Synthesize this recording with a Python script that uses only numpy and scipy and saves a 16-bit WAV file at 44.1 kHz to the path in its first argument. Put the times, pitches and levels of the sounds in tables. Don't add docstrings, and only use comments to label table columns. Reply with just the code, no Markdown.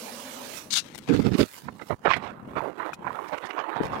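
import sys
import numpy as np
from scipy import signal
from scipy.fft import rfft, irfft
from scipy.io import wavfile
from scipy.ndimage import uniform_filter1d

SR = 44100
rng = np.random.default_rng(int(sys.argv[2]) if len(sys.argv) > 2 else 0)


def generate_wav(signal):
    frames = np.transpose(np.atleast_2d(signal))
    scaled = np.clip(frames, -1, 1) * 32767
    pcm = np.round(scaled).astype(np.int16)
    wavfile.write(sys.argv[1], SR, pcm)


N = 176400
OPEN_S = 0.75
TURBULENCE_HZ, FLUTTER_HZ = 69, 244

# t/s, rumble level/dB, roar level/dB, hiss level/dB
LEFT_WIND_LEVELS = [(0.0, -85, -50.5, -59), (0.55, -50, -48.5, -58), (0.68, -49, -57, -65),
                    (0.85, -50, -70, -45.5), (1.05, -49.5, -75, -50.5), (1.28, -68, -54, -55.5),
                    (1.39, -47, -60, -48), (1.5, -72, -69, -59), (1.71, -55, -61, -62.5),
                    (1.99, -56.5, -63, -75), (2.08, -56, -56, -87), (2.54, -39.5, -47, -89),
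                    (2.75, -74, -79, -77), (3.08, -39.5, -43.5, -75), (3.3, -100, -74, -63),
                    (3.72, -89, -88, -96), (3.84, -32.5, -30.5, -85), (4.0, -45, -55, -84)]
RIGHT_WIND_LEVELS = [(0.0, -88, -49.5, -41), (0.4, -62, -48, -42.5), (0.586, -53, -60, -37),
                     (0.69, -50, -57, -55.5), (0.881, -49.5, -60, -70.5), (1.074, -48, -58, -65),
                     (1.1, -28, -55, -61), (1.32, -25, -50, -78), (1.391, -56, -33, -35),
                     (1.48, -62, -72, -48.5), (1.584, -54, -49, -44.5), (1.7, -40.5, -57.5, -66),
                     (1.89, -50.5, -49, -48.5), (2.002, -63, -60, -70), (2.042, -42, -40, -59),
                     (2.1, -34, -30.5, -77), (2.43, -46, -48.5, -71), (2.641, -36, -31.5, -56.5),
                     (2.742, -55, -45.5, -66.5), (2.854, -57, -28.5, -58), (2.93, -49, -37, -62),
                     (2.96, -59, -50.5, -72), (3.09, -39, -36, -61.5), (3.51, -74, -37, -59.5),
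                     (3.78, -46, -29.5, -77), (4.0, -40, -39, -58)]
# f/Hz, relative level/dB
RUMBLE_SPECTRUM = [(30, 1), (60, -10), (125, -3), (250, 0.5), (400, -11.5), (560, -15.5), (1000, -46),
                   (4000, -69)]
LEFT_ROAR_SPECTRUM = [(100, -13), (300, -1.5), (500, 2), (1200, -8.5), (2000, -20.5), (3500, -51),
                      (8000, -83)]
RIGHT_ROAR_SPECTRUM = [(100, -86.5), (300, 7), (600, 4.5), (1000, 9.5), (1400, 2), (2000, -4), (4000, -20),
                       (8000, -72)]
LEFT_HISS_SPECTRUM = [(500, -5.5), (4000, -6), (16000, -29)]
RIGHT_HISS_SPECTRUM = [(500, -7.5), (1200, -1.5), (3000, -1.5), (6000, -3.5), (11000, -7), (16000, -11)]
# starting f/Hz, bandwidth/Hz, level/dB
HOUSING_TONES = [(223.6, 37, -47), (502, 99, -49)]
# t/s, relative level/dB
RIP_LEVELS = [(0.704, -88), (0.705, -37.5), (0.719, -38), (0.739, -25.5), (0.746, -35.5), (.768, -25),
              (0.791, -30.5), (.802, -37), (0.813, -52.5), (.85, -67)]
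# f/Hz, relative level/dB
RIP_SPECTRUM = [(500, -45), (674, -22.5), (1390, -18), (1540, -18), (3880, -3.5), (6670, -8), (15000, -33)]
# peak t/s, duration/s, level/dB, centre f/Hz, bass tilt/dB, treble tilt/dB
LEFT_PORT_GUSTS = [(0.954, 0.013, -37, 2960, -3.5, -6), (0.980, 0.0031, -34, 2930, -4.5, -3.5),
                   (0.9885, 0.0071, -36.5, 2500, -4, -5.5), (1.096, 0.029, -33.5, 1650, -5, -9),
                   (1.139, 0.031, -32.5, 1002, -2, -6.5), (1.217, 0.092, -43, 1550, -7.5, -5.5),
                   (1.399, 0.022, -26.5, 359, -8, -5.5), (2.94, 0.014, -44, 5000, -3, -17),
                   (3.81, 0.01, -18, 267, -9.5, -10.5), (3.973, 0.072, -33.5, 620, -2.5, -12.5)]
RIGHT_PORT_GUSTS = [(1.108, 0.034, -14, 265.4, -12, -5), (1.152, 0.04, -19.5, 270, -6.5, 1),
                    (1.198, 0.0089, -13.5, 283, -21, -3.5), (1.211, 0.051, -23, 260, 6, 5),
                    (1.265, 0.03, -14.5, 266, -4.5, -1), (1.321, 0.012, -17, 238, -2, -2.5),
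                    (1.346, 0.017, -16, 239, -20, 0), (1.404, 0.036, -12, 335, -5, 2.5),
                    (1.664, 0.042, -36.5, 181, -12, -1), (1.689, 0.014, -25, 670, 0.5, -14.5),
                    (1.799, 0.0088, -38.5, 1110, -16, -15), (1.821, 0.017, -33.5, 714, -1.5, -7.5),
                    (1.915, 0.025, -20.5, 700, -1.5, -14), (2.067, 0.023, -14, 1160, -5.5, -22),
                    (2.122, 0.049, -19, 1590, -12, -19), (2.168, 0.011, -23, 495, -5.5, -6.5),
                    (2.255, 0.063, -33, 1000, -6.5, -11.5), (2.574, 0.023, -19, 830, -6, -17),
                    (2.656, 0.093, -31.5, 486, -11, -16.5), (2.814, 0.045, -29, 1110, -10.5, -25.5),
                    (2.941, 0.015, -45.5, 5000, -5, -7), (3.075, 0.029, -29, 1010, -23, -26),
                    (3.188, 0.074, -30.5, 905, -10.5, -51), (3.287, 0.016, -40, 900, -2.5, -6),
                    (3.339, 0.025, -24, 754, -9, -12), (3.382, 0.0071, -31.5, 1150, -5, -9),
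                    (3.445, 0.037, -31, 1020, -7.5, -15), (3.466, 0.015, -43.5, 4470, -7, -23),
                    (3.508, 0.013, -30, 1420, -8, -15.5), (3.592, 0.04, -26.5, 980, -9.5, -14),
                    (3.765, 0.023, -25.5, 626, -9, -11), (3.847, 0.039, -28.5, 694, -1, -5.5),
                    (3.95, 0.069, -31, 734, -3, -8.5)]
# peak t/s, duration/s, level/dB
AIR_SWISHES = [(1.547, 0.14, -49.5), (1.87, 0.14, -63), (3.234, 0.26, -59), (3.74, 0.091, -71)]
# t/s, peak level/dB, f/Hz
FABRIC_SNAPS = [(1.822, -32, 2030), (2.052, -25, 1030), (2.092, -13, 1190), (2.1045, -8, 1080),
                (2.113, -4, 1080), (2.606, -17, 930), (2.656, -20, 910), (2.803, -17.5, 1000),
                (3.046, -22, 1000), (3.068, -14, 1000), (3.106, -17, 1020), (3.19, -16, 1065),
                (3.582, -15.5, 1060)]
# f/Hz, relative level/dB, T60/s
HARDWARE_MODES = [(1360, 6.5, 0.0087), (2500, -7.5, 0.042)]


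def gain_of(db):
    return 10 ** (np.asarray(db) / 20)


def unit_rms(x):
    return x / np.sqrt(np.mean(x ** 2, -1, keepdims=True) + 1e-20)


def coloured(x, spectrum):
    bins_hz = np.fft.rfftfreq(x.shape[-1], 1 / SR)
    hz, db = np.transpose(spectrum)
    response = gain_of(np.interp(np.log(bins_hz + 1), np.log(hz), db))
    return unit_rms(irfft(rfft(x) * response, x.shape[-1]))


def wander(size, top_hz):
    return coloured(rng.standard_normal(size), [(2, 0), (top_hz, -6), (4 * top_hz, -40)])


def noise_pair(correlation):
    common, separate = rng.standard_normal((2, N))
    return np.array([common, correlation * common + np.sqrt(1 - correlation ** 2) * separate])


def wind():
    t, out = np.arange(N) / SR, np.zeros((2, N))
    is_open = t > OPEN_S
    depth_db = np.where(is_open, 1, 0.73)
    bands = [noise_pair(correlation) for correlation in (0.91, 0.069, 0.12)]
    ports = [(LEFT_WIND_LEVELS, (RUMBLE_SPECTRUM, LEFT_ROAR_SPECTRUM, LEFT_HISS_SPECTRUM)),
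             (RIGHT_WIND_LEVELS, (RUMBLE_SPECTRUM, RIGHT_ROAR_SPECTRUM, RIGHT_HISS_SPECTRUM))]
    for port, (envelopes, spectra) in enumerate(ports):
        times, *levels = np.transpose(envelopes)
        eddies = wander(N, TURBULENCE_HZ)
        flutter = gain_of(3.5 * wander(N, FLUTTER_HZ) * is_open)
        flutter /= np.where(is_open, flutter[is_open].std() + flutter.mean(), 1)
        for noise, spectrum, db, coupling in zip(bands, spectra, levels, (0.8, 0.9, 1.2)):
            wobble = coupling * eddies + 0.19 * wander(N, TURBULENCE_HZ)
            envelope = gain_of(np.interp(t, times, db) + depth_db * wobble)
            out[port] += coloured(noise[port] * flutter, spectrum) * envelope
    return out


def housing_moan(climb_per_s=0.35, fade_s=0.46, port_db=(-1, 0)):
    t, tones = np.arange(N) / SR, 0
    climb = 1 + climb_per_s * np.minimum(t, OPEN_S)
    for hz, width_hz, db in HOUSING_TONES:
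        lowpass = signal.butter(2, width_hz / 2, fs=SR)
        in_phase, quadrature = signal.lfilter(*lowpass, rng.standard_normal((2, N)))
        phase = 2 * np.pi * np.cumsum(hz * climb) / SR
        tones += gain_of(db) * unit_rms(in_phase * np.cos(phase) + quadrature * np.sin(phase))
    fade = np.clip((OPEN_S - t) / fade_s, 0, 1)
    return np.outer(gain_of(port_db), tones * fade)


def pack_rip(impulses_per_s=21000, spread_db=1.5, port_db=(9, -36)):
    t = np.arange(N) / SR
    impulses = (rng.random(N) < impulses_per_s / SR) * rng.choice([-1., 1.], N)
    impulses *= gain_of(spread_db * (rng.exponential(1, N) + wander(N, top_hz=220)))
    envelope = gain_of(np.interp(t, *np.transpose(RIP_LEVELS), left=-120, right=-120))
    return np.outer(gain_of(port_db), coloured(impulses, RIP_SPECTRUM) * envelope)


def gust_spectrum(hz, bass_tilt, treble_tilt, deep_hz=340):
    lower = [(hz / 16, 4 * bass_tilt + 12), (hz / 1.3, 1)]
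    knee_db = treble_tilt - 3
    if hz >= deep_hz:
        return lower + [(1.45 * hz, -1), (3.19 * hz, knee_db), (64 * hz, 6 * knee_db)]
    cliff_hz, cliff_db = 1.88 * hz, -22
    crackle_db = cliff_db + 3 * knee_db
    cliff = [(cliff_hz, -5), (0.85 * cliff_hz, -14), (0.96 * cliff_hz, cliff_db)]
    return lower + cliff + [(3950, crackle_db), (16000, crackle_db - 31)]


def gusts(table, edge_db=-4.5, grain_db=4, size=16384):
    out = np.zeros(N + size)
    t = (np.arange(size) - size / 2) / SR
    steepness = np.where(t < 0, 2.98, 1.72)
    for peak_s, duration, db, hz, bass_tilt, treble_tilt in table:
        grain = rng.standard_normal(size) * gain_of(grain_db * wander(size, 4 * TURBULENCE_HZ))
        noise = coloured(grain, gust_spectrum(hz, bass_tilt, treble_tilt))
        envelope = gain_of(db + edge_db * abs(2 * t / duration) ** steepness)
        burst = noise * envelope
        burst /= np.sqrt(np.sum(burst ** 2) / np.sum(envelope ** 2))
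        at = round(peak_s * SR)
        out[at:at + size] += burst[:len(out) - at]
    return out[size // 2:][:N]


def gust_leak(buffets, cutoff_hz=1100, leak_db=-24.5, shelter_db=-49):
    t = np.arange(N) / SR
    crossed = signal.lfilter(*signal.butter(2, cutoff_hz, fs=SR), buffets[::-1])
    rumble_db = np.array([np.interp(t, *np.transpose(levels)[:2])
                          for levels in (LEFT_WIND_LEVELS, RIGHT_WIND_LEVELS)])
    return crossed * gain_of(leak_db + np.minimum(rumble_db - shelter_db, 0))


def air_swishes(cutoff_hz=8000):
    t = np.arange(N) / SR
    hiss = unit_rms(signal.lfilter(*signal.butter(2, cutoff_hz, "high", fs=SR), rng.standard_normal(N)))
    swells = sum(gain_of(db) * np.exp(-(2 * (t - peak_s) / duration) ** 2)
                 for peak_s, duration, db in AIR_SWISHES)
    return np.array([hiss * swells, np.zeros(N)])


def fabric_snaps(rise_s=0.0006, t60_s=0.027):
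    t, out = np.arange(2048) / SR, np.zeros((2, N))
    envelope = np.minimum(t / rise_s, 1) ** 2 * gain_of(-60 * np.maximum(t - rise_s, 0) / t60_s)
    for peak_s, db, hz in FABRIC_SNAPS:
        at = round((peak_s - rise_s) * SR)
        out[1, at:at + len(t)] += gain_of(db) * envelope * np.cos(2 * np.pi * hz * (t - rise_s))
    return out


def harness_clack(strike_s=2.932, rise_s=0.0013, port_db=(-19, -40)):
    t = np.maximum(np.arange(N) / SR - strike_s, 0)
    ring = sum(gain_of(db - 60 * t / t60) * np.sin(2 * np.pi * hz * t) for hz, db, t60 in HARDWARE_MODES)
    return np.outer(gain_of(port_db), ring * np.minimum(t / rise_s, 1))


def patchy(x, depth_db=3):
    spectra = signal.stft(x, nperseg=512, noverlap=384)[2]
    field = uniform_filter1d(rng.standard_normal(spectra.shape), size=3, axis=1)
    field = uniform_filter1d(field, size=20, axis=2)
    spectra *= gain_of(depth_db * field / field.std())
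    return signal.istft(spectra, nperseg=512, noverlap=384)[1][:, :N]


def scene():
    buffets = np.array([gusts(LEFT_PORT_GUSTS), gusts(RIGHT_PORT_GUSTS)])
    broadband = wind() + air_swishes() + buffets + gust_leak(buffets) + pack_rip()
    return patchy(broadband) + housing_moan() + fabric_snaps() + harness_clack()


def record(dry):
    thinned = signal.lfilter(*signal.butter(2, 70, "high", fs=SR), dry)
    band_limit = signal.firwin(511, 15950, window=("kaiser", 9), fs=SR)
    return signal.oaconvolve(thinned, band_limit[None], "same")


dry = scene()
out = record(dry)
generate_wav(out)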